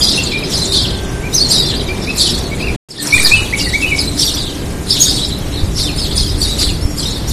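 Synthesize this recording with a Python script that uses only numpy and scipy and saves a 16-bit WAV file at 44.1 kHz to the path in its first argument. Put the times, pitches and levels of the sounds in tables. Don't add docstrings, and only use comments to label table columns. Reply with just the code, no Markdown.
import sys
import numpy as np
from scipy import signal
from scipy.fft import rfft, irfft, next_fast_len
from scipy.io import wavfile
from scipy.ndimage import uniform_filter1d, map_coordinates

SR = 44100
rng = np.random.default_rng(int(sys.argv[2]) if len(sys.argv) > 2 else 0)


def field_ratio(decibels):
    return 10 ** (np.asarray(decibels, dtype=float) / 20)


def put_to_file(sound):
    columns = np.atleast_2d(sound).T
    safe = np.clip(columns, -1, 1)
    whole_steps = np.round(safe * 32767)
    wavfile.write(sys.argv[1], SR, whole_steps.astype(np.int16))


N = 322812
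T = np.arange(N) / SR

GAP_S = (2.763, 2.887)


def unit(x):
    return x / np.sqrt(np.mean(x ** 2) + 1e-20)


def wobble(rate_hz):
    return map_coordinates(rng.standard_normal(int(N * rate_hz / SR) + 4), [T * rate_hz])


def window(start_s, end_s, edge_s):
    return np.clip(np.minimum(T - start_s, end_s - T) / edge_s, 0, 1)


def noise(spectrum):
    size = next_fast_len(N + 8192)
    hz, db = np.transpose(spectrum)
    bins_hz = np.fft.rfftfreq(size, 1 / SR)
    gain = field_ratio(np.interp(np.log(bins_hz + 1), np.log(hz + 1), db))
    return unit(irfft(rfft(rng.standard_normal(size)) * gain, size)[:N])


def patchy(x, depth_db):
    z = signal.stft(x, nperseg=256)[2]
    field = uniform_filter1d(rng.standard_normal(z.shape), size=6, axis=0)
    field = uniform_filter1d(field, size=7, axis=1)
    return unit(signal.istft(z * field_ratio(depth_db * unit(field)), nperseg=256)[1][:N])


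def trees(x, t60_s):
    out = np.zeros(N + SR)
    step, blend = SR // 4, SR // 40
    t = np.arange(SR // 3) / SR
    i = np.arange(step + blend)
    crossfade = np.clip(np.minimum(i, step + blend - i) / blend, 0, 1)
    x = np.pad(x, (blend, step))
    for k in range(0, N, step):
        tail = rng.standard_normal(len(t)) * field_ratio(-60 * t / t60_s) * (1 - np.exp(-t / 0.0008))
        echo = signal.fftconvolve(x[k:k + len(i)] * crossfade, tail / np.linalg.norm(tail))
        out[k:k + len(echo)] += echo
    return out[blend:N + blend]


def background_db():
    levels_db = (-25, -28)
    fade_in_s, fade_from_db = 0.17, -13.5
    back = T > GAP_S[1]
    fade = fade_from_db * np.clip(1 - (T - GAP_S[1]) / fade_in_s, 0, 1)
    return np.where(back, levels_db[1], levels_db[0]) + back * fade


def distant_drone(level_db):
    # frequency in Hz, density in dB per Hz.
    drone_spectrum = [(74, -13), (125, -2), (296, -5.5), (334, -5), (384, -9), (1440, -24), (1560, -24),
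                      (2110, -23.5), (3480, -28), (4980, -32.5), (13300, -39.5), (15000, -49)]
    return field_ratio(level_db + 3.5 + 0.84 * wobble(12)) * noise(drone_spectrum)


def wind_rumble():
    # frequency in Hz, density in dB per Hz.
    wind_spectrum = [(7.1, -37), (12, -10), (65, -4.5), (129, -13.5), (200, -18), (260, -36.5), (440, -120)]
    # time in seconds, wind strength in dB.
    gusts = [
        (0, -24),
        (1.7, -22),
        (2.75, -21),
        (5.5, -21),
        (5.65, -17.5),
        (5.92, -22.5),
        (6.15, -17),
        (6.93, -21),
        (7.32, -19.5),
    ]
    rumble_from_s, held_low_db = 3.125, -21.5
    level_db = np.interp(T, *np.transpose(gusts)) + held_low_db * window(GAP_S[0], rumble_from_s + .02, .04)
    return field_ratio(level_db - 0.1) * unit(noise(wind_spectrum) * field_ratio(1.46 * wobble(9)))


def outbursts():
    # peak in seconds, chatter in dB, rasp above it in dB, fading in dB per s.
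    bursts = [(0.019, -11, -10, 14), (0.531, -17, -6, 6), (.75, -6.5, -14.5, 72), (1.358, -19.5, -7, 23.5),
              (1.52, -8.5, -12.5, 30.5), (2.04, -23.5, -11, 22), (2.21, -7.5, -8.5, 58.5),
              (2.61, -23, -12.5, 80), (2.98, -20, -19.5, 80), (3.05, -26.5, 3.5, 15),
              (3.16, -17.5, -2.5, 12), (3.249, -10, -6, 68.5), (3.601, -17, -7, 23),
              (3.74, -24.5, -3.5, 40), (3.84, -25, -3, 32), (3.99, -20.5, -5, 40), (4.21, -11, -7.5, 34),
              (4.918, -10.5, -10.5, 51), (5.029, -9.5, -8, 35), (5.55, -20.5, -23, 84), (5.8, -15, -9, 69),
              (5.99, -17.5, -9, 12), (6.18, -15, -8.5, 49), (6.43, -16, -7.5, 41.5),
              (6.618, -10.5, -8.5, 102), (7.0, -17.5, -9, 34), (7.31, -23.5, -5.5, 40)]
    swell_db_per_s, tiring_db_per_s2 = 374.5, 44.5
    rasp_leads_s, rasp_fades_db_per_s = 0.019, 17
    quiet_db, quiet_rasp_db = -48, -38.5
    s, db, rasp_db, fade = np.transpose(bursts)[:, :, None]
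    t = T[::64]
    after, before = np.maximum(t - s, 0), np.maximum(s - t, 0)
    chatter = db - swell_db_per_s * before - fade * after - tiring_db_per_s2 * after ** 2
    early = swell_db_per_s * np.minimum(before, rasp_leads_s)
    rasp = chatter + early + rasp_db - rasp_fades_db_per_s * after
    age = np.take_along_axis(after, chatter.argmax(axis=0)[None], axis=0)[0]
    chatter = np.maximum(chatter.max(axis=0), quiet_db)
    rasp = np.maximum(rasp.max(axis=0), quiet_rasp_db)
    return [np.interp(T, t, curve) for curve in (chatter, rasp, age)]


def far_flock(count=2100):
    # frequency in Hz, density in dB per Hz.
    breath_spectrum = [(3240, -18), (5500, -3), (6480, -7.5), (10000, -7.5), (11600, -14.5), (14000, -17),
                       (15000, -48)]
    eager, sag_per_s, sag_ends_s = .01, .5, .25
    chatter_db, rasp_db, age_s = outbursts()
    start, length, size, fall, top, spread = rng.random((count, 6)).T[:, :, None]
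    first = (start * N).astype(int)
    t = np.arange(SR // 30) / SR
    u = np.clip(t / (.009 + 0.026 * length ** 1.5), 0, 1)
    hz = 4600 * np.exp(.31 * (top + spread - 1)) * (1 - (.08 + .4 * fall) * np.abs(u - .3))
    hz = hz * np.exp(eager - sag_per_s * np.minimum(age_s[first], sag_ends_s))
    phase = 2 * np.pi * np.cumsum(hz, axis=1) / SR
    shape = np.sin(np.pi * u) * field_ratio(-13 * size)
    where = (first + np.arange(len(t))).ravel()

    def crowd(harmonic):
        return unit(np.bincount(where, (shape * np.sin(harmonic * phase)).ravel(), N)[:N])

    tone, octave = crowd(1), crowd(2)
    tone = tone * field_ratio(1.5) + trees(tone, t60_s=.22)
    tone /= np.sqrt(np.abs(uniform_filter1d(tone ** 2, size=4000)) + 0.038)
    octave = field_ratio(-15.5) * octave + trees(octave, t60_s=0.18)
    rasp = unit(octave * field_ratio(-6.5) + patchy(noise(breath_spectrum), depth_db=6.0))
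    return field_ratio(chatter_db - 3.5) * tone + field_ratio(rasp_db + 2.5) * rasp


def voice(notes, overtone_db, rough_db, shake, edge_s):
    out = np.zeros(N)
    flutter, waver = field_ratio(rough_db * wobble(260)), 1 + shake * wobble(180)
    for note in notes:
        s, hz, db = np.transpose(note)
        k = slice(round(s[0] * SR), round(s[-1] * SR))
        smooth_hz = uniform_filter1d(np.interp(T[k], s, hz), size=200, mode="nearest")
        phase = 2 * np.pi * np.cumsum(smooth_hz * waver[k]) / SR
        ramp = np.clip(np.minimum(T[k] - s[0], s[-1] - T[k]) / edge_s, 0, 1)
        size = np.sqrt(2) * field_ratio(np.interp(T[k], s, db)) * ramp * flutter[k]
        out[k] += size * (np.sin(phase) + field_ratio(overtone_db) * np.sin(2 * phase))
    return out


def shaped(rows, shape):
    return [[(s + length * u, hz * share, db + rel) for u, share, rel in shape]
            for s, length, hz, db in rows]


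def near_chirps():
    # start in seconds, length in seconds, pitch in Hz, peak in dB.
    pips = [(.011, 0.049, 5000, -9), (.052, 0.049, 4950, -14), (.61, 0.033, 4120, -14),
            (.78, 0.029, 3310, -16.5), (.8, 0.054, 4420, -19), (.3, .04, 4150, -21),
            (1.565, .055, 3950, -12), (1.63, 0.088, 3650, -20), (3.138, 0.028, 3700, -15.5),
            (4.065, .04, 4140, -18), (4.225, 0.023, 4850, -8), (4.28, 0.026, 3700, -15),
            (4.901, 0.039, 5440, -10), (1.72, .035, 1800, -31.5), (5.015, 0.033, 4800, -20),
            (5.07, 0.056, 5060, -15), (5.14, 0.024, 5400, -21), (5.2, 0.068, 3950, -18.5),
            (5.315, .03, 3950, -20), (5.77, .04, 5530, -21), (5.872, 0.042, 4330, -24),
            (6.261, .05, 4960, -25), (6.47, 0.078, 3930, -18), (6.66, 0.062, 4300, -23),
            (6.805, .08, 5480, -26), (6.875, 0.082, 5650, -29.5), (7.051, .022, 3800, -17),
            (7.075, .025, 4050, -17), (7.15, 0.031, 3700, -24.5)]
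    # share of length, share of pitch, level in dB.
    pip_shape = [(0, .92, -10), (.4, 1, -1.5), (1, .94, -12.5)]
    # start in seconds, length in seconds, top pitch in Hz, peak in dB.
    cheeps = [(.101, 0.057, 4870, -15), (.43, 0.053, 5350, -25), (.523, .075, 5300, -15),
              (.715, 0.09, 4480, -16), (1.336, .065, 6360, -11.5), (1.506, 0.066, 5090, -9),
              (2.01, 0.066, 5650, -26), (2.18, 0.097, 4900, -13), (2.9, 0.032, 5480, -28),
              (3.101, 0.058, 4650, -18), (3.238, 0.055, 5000, -7.5), (3.591, 0.074, 5040, -19),
              (3.981, 0.05, 5120, -12.5), (4.25, 0.061, 4670, -30), (4.37, 0.073, 5050, -19),
              (4.44, .07, 4120, -26), (5.525, .1, 4470, -25), (5.786, 0.096, 4550, -19.5),
              (5.97, 0.091, 5400, -20), (6.165, 0.068, 5230, -13), (6.41, 0.059, 5000, -10.5),
              (6.585, 0.061, 5120, -13.5), (6.97, 0.063, 5180, -20.5), (7.1, 0.044, 4430, -24),
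              (7.27, 0.052, 5930, -24.5)]
    # share of length, share of top pitch, level in dB.
    cheep_shape = [(0, .82, -10), (.25, 1, -0.5), (.6, .8, -7), (1, .73, -16)]
    # start in seconds, end in seconds, from
    # Hz, to Hz, level in dB.
    glides = [(0.036, 0.042, 5070, 2970, -25), (.066, 0.093, 3130, 4320, -19),
              (0.09, 0.098, 4500, 2790, -13), (0.717, 0.727, 3060, 4470, -18),
              (1.328, 1.35, 3650, 4400, -26), (1.362, 1.403, 6040, 3870, -17),
              (1.486, 1.534, 6330, 9770, -18.5), (2.17, 2.189, 5500, 8400, -21.5),
              (2.23, 2.29, 3570, 2720, -28), (2.661, 2.706, 2790, 2150, -26.5),
              (4.194, 4.218, 5350, 6250, -18.5), (3.177, 3.206, 1885, 2390, -19.5),
              (3.245, 3.268, 1844, 1810, -26), (4.267, 4.31, 3650, 2730, -28),
              (1.403, 1.434, 4250, 4610, -12), (1.432, 1.467, 4590, 4010, -17),
              (4.899, 4.921, 4310, 5410, -18.5), (5.002, 5.035, 6550, 6300, -6.5),
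              (1.753, 1.777, 3880, 5300, -23.5), (5.244, 5.259, 4260, 6060, -22),
              (5.757, 5.794, 5130, 6640, -24), (5.854, 5.908, 3660, 2360, -30.5),
              (6.626, 6.719, 4370, 2360, -33)]
    calls = shaped(cheeps, cheep_shape) + shaped(pips, pip_shape)
    chirps = voice(calls, overtone_db=-17, rough_db=3.5, shake=.012, edge_s=.006)
    slides = [[(a, first, db), (b, last, db)] for a, b, first, last, db in glides]
    chirps += field_ratio(1.5) * voice(slides, overtone_db=-17, rough_db=4.5, shake=.02, edge_s=.004)
    chirps += field_ratio(-9.5) * np.roll(chirps, 420) + field_ratio(-11.5) * np.roll(chirps, 950)
    return chirps + field_ratio(-7.5) * trees(chirps, t60_s=.22)


def whistler():
    # start in seconds, length in seconds, first pitch in Hz, held pitch in Hz, peak in dB.
    whistles = [(0.171, .04, 2700, 2704, -14.5), (0.313, 0.018, 2810, 2380, -20.5),
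                (0.323, 0.066, 2234, 2430, -18.5), (0.421, 0.028, 2890, 2320, -23.5),
                (1.228, .065, 2160, 2400, -27), (1.879, .06, 2230, 2383, -21),
                (2.07, 0.053, 2280, 2600, -17), (2.511, 0.041, 2190, 2240, -23),
                (2.597, .025, 2790, 2430, -21.5), (2.621, 0.0387, 2445, 2770, -21),
                (2.981, 0.055, 1816, 1810, -28), (3.121, 0.051, 2180, 2440, -5),
                (3.31, .048, 2290, 2610, -5.5), (3.358, .045, 3250, 2890, -14),
                (3.525, .03, 1890, 2260, -12), (3.602, .022, 2440, 2800, -15),
                (3.659, 0.031, 2120, 1935, -22), (3.729, 0.042, 1850, 2277, -11),
                (3.818, 0.045, 2700, 2586, -11.5), (3.859, 0.056, 2850, 2960, -20.5),
                (3.902, 0.057, 2630, 2230, -11.5)]
    slide_share, onset_db, release_db = 0.445, -7, -10
    notes = [[(s, first, db + onset_db), (s + slide_share * length, held, db),
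              (s + length, held, db + release_db)]
             for s, length, first, held, db in whistles]
    dry_notes = voice(notes, overtone_db=-38, rough_db=3, shake=.014, edge_s=.007)
    return dry_notes + field_ratio(-5.5) * trees(dry_notes, t60_s=.5)


def far_coos():
    # start in seconds, end in seconds, pitch in Hz, level in dB.
    coos = [
        (0.83, 1.327, 1560, -36),
        (4.3, 4.85, 1600, -44),
        (3.3, 3.7, 850, -41),
    ]
    tones = sum(field_ratio(db) * window(a, b, 0.034) * np.sin(2 * np.pi * hz * T) for a, b, hz, db in coos)
    return tones * field_ratio(2.1 * wobble(19))


def far_pump(level_db):
    # frequency in Hz, width in Hz, level in dB, start in seconds.
    pump_lines = [(157, 30, -38, 1), (291.2, 13.3, -29, 3), (392, 72, -33.5, -3)]
    hum = sum(field_ratio(db) * (T > s) * noise([(hz - 2 * width, -40), (hz, 0), (hz + 2 * width, -40)])
              for hz, width, db, s in pump_lines)
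    return hum * field_ratio(level_db + 26.5)


def leaf_rustle():
    brush = (3.0, 3.5, -31)
    # frequency in Hz, density in dB per Hz.
    leaf_spectrum = [(500, -30), (900, 1), (2000, -4), (5000, -14.5), (9000, -40)]
    return field_ratio(brush[2]) * window(*brush[:2], .06) * patchy(noise(leaf_spectrum), depth_db=4.0)


def diaphragm_shift():
    push = (3.155, 3.33, -14)
    return field_ratio(push[2]) * window(*push[:2], 0.011) * (1 + .2 * wobble(25))


def twig_snaps():
    # time in seconds, peak in dB.
    snaps = [
        (5.389, -15),
        (7.18, -21),
    ]
    fizz = np.diff(rng.standard_normal(N + 3), 3) / 1.7
    return fizz * sum(field_ratio(db - 60 * np.clip(T - s, 0, 1) / .006) * (T > s) for s, db in snaps)


def wind_slaps():
    # time in seconds, peak in dB.
    slaps = [
        (5.632, 1),
        (5.642, -3),
        (5.674, -11),
        (6.225, -5.5),
        (6.309, -8),
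        (6.348, -2.5),
        (6.459, -10),
        (6.719, -13),
        (6.826, -4),
        (6.852, 1.5),
    ]
    out = np.zeros(N)
    for s, db in slaps:
        u = (T - s - .004) / 0.0032
        out += field_ratio(db - 3.5) * (1 - 0.52 * u * u) * np.exp(-u * u / 2)
    return out


def scene():
    level_db = background_db()
    air = distant_drone(level_db) + far_pump(level_db) + wind_rumble() + wind_slaps() + diaphragm_shift()
    birds = far_flock() + near_chirps() + whistler() + far_coos()
    return (birds + air + leaf_rustle() + twig_snaps())[None]


def thinned(x, keep_db, scatter_db, floor_db):
    hz, _, z = signal.stft(x, SR, window="cosine", nperseg=2048)
    power = np.abs(z) ** 2
    drift = unit(uniform_filter1d(rng.standard_normal((86, z.shape[2])), size=3))
    scatter = field_ratio(2 * scatter_db * np.repeat(drift, 12, axis=0)[:len(hz)])
    khz = hz[:, None] / 1000
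    nearby = uniform_filter1d(power, size=40, axis=1)
    masking = field_ratio(2 * (keep_db + 0.92 * khz)) * nearby * (khz > 2.9)
    treble = field_ratio(2 * floor_db + 20 * (khz - 13))
    kept = z * (power > scatter * (masking + treble))
    return signal.istft(kept, SR, window="cosine", nperseg=2048)[1][:, :N]


def roll_off(x):
    return signal.sosfilt(signal.butter(12, 15380, fs=SR, output="sos"), x)


def record(dry):
    on = 1 - window(GAP_S[0] - .004, GAP_S[1] + 0.003, 0.0037)
    coarse = thinned(dry, keep_db=-12.5, scatter_db=6.5, floor_db=-67.0)
    return roll_off(np.clip(coarse * on, -1, 1))


dry = scene()
out = record(dry)
put_to_file(out)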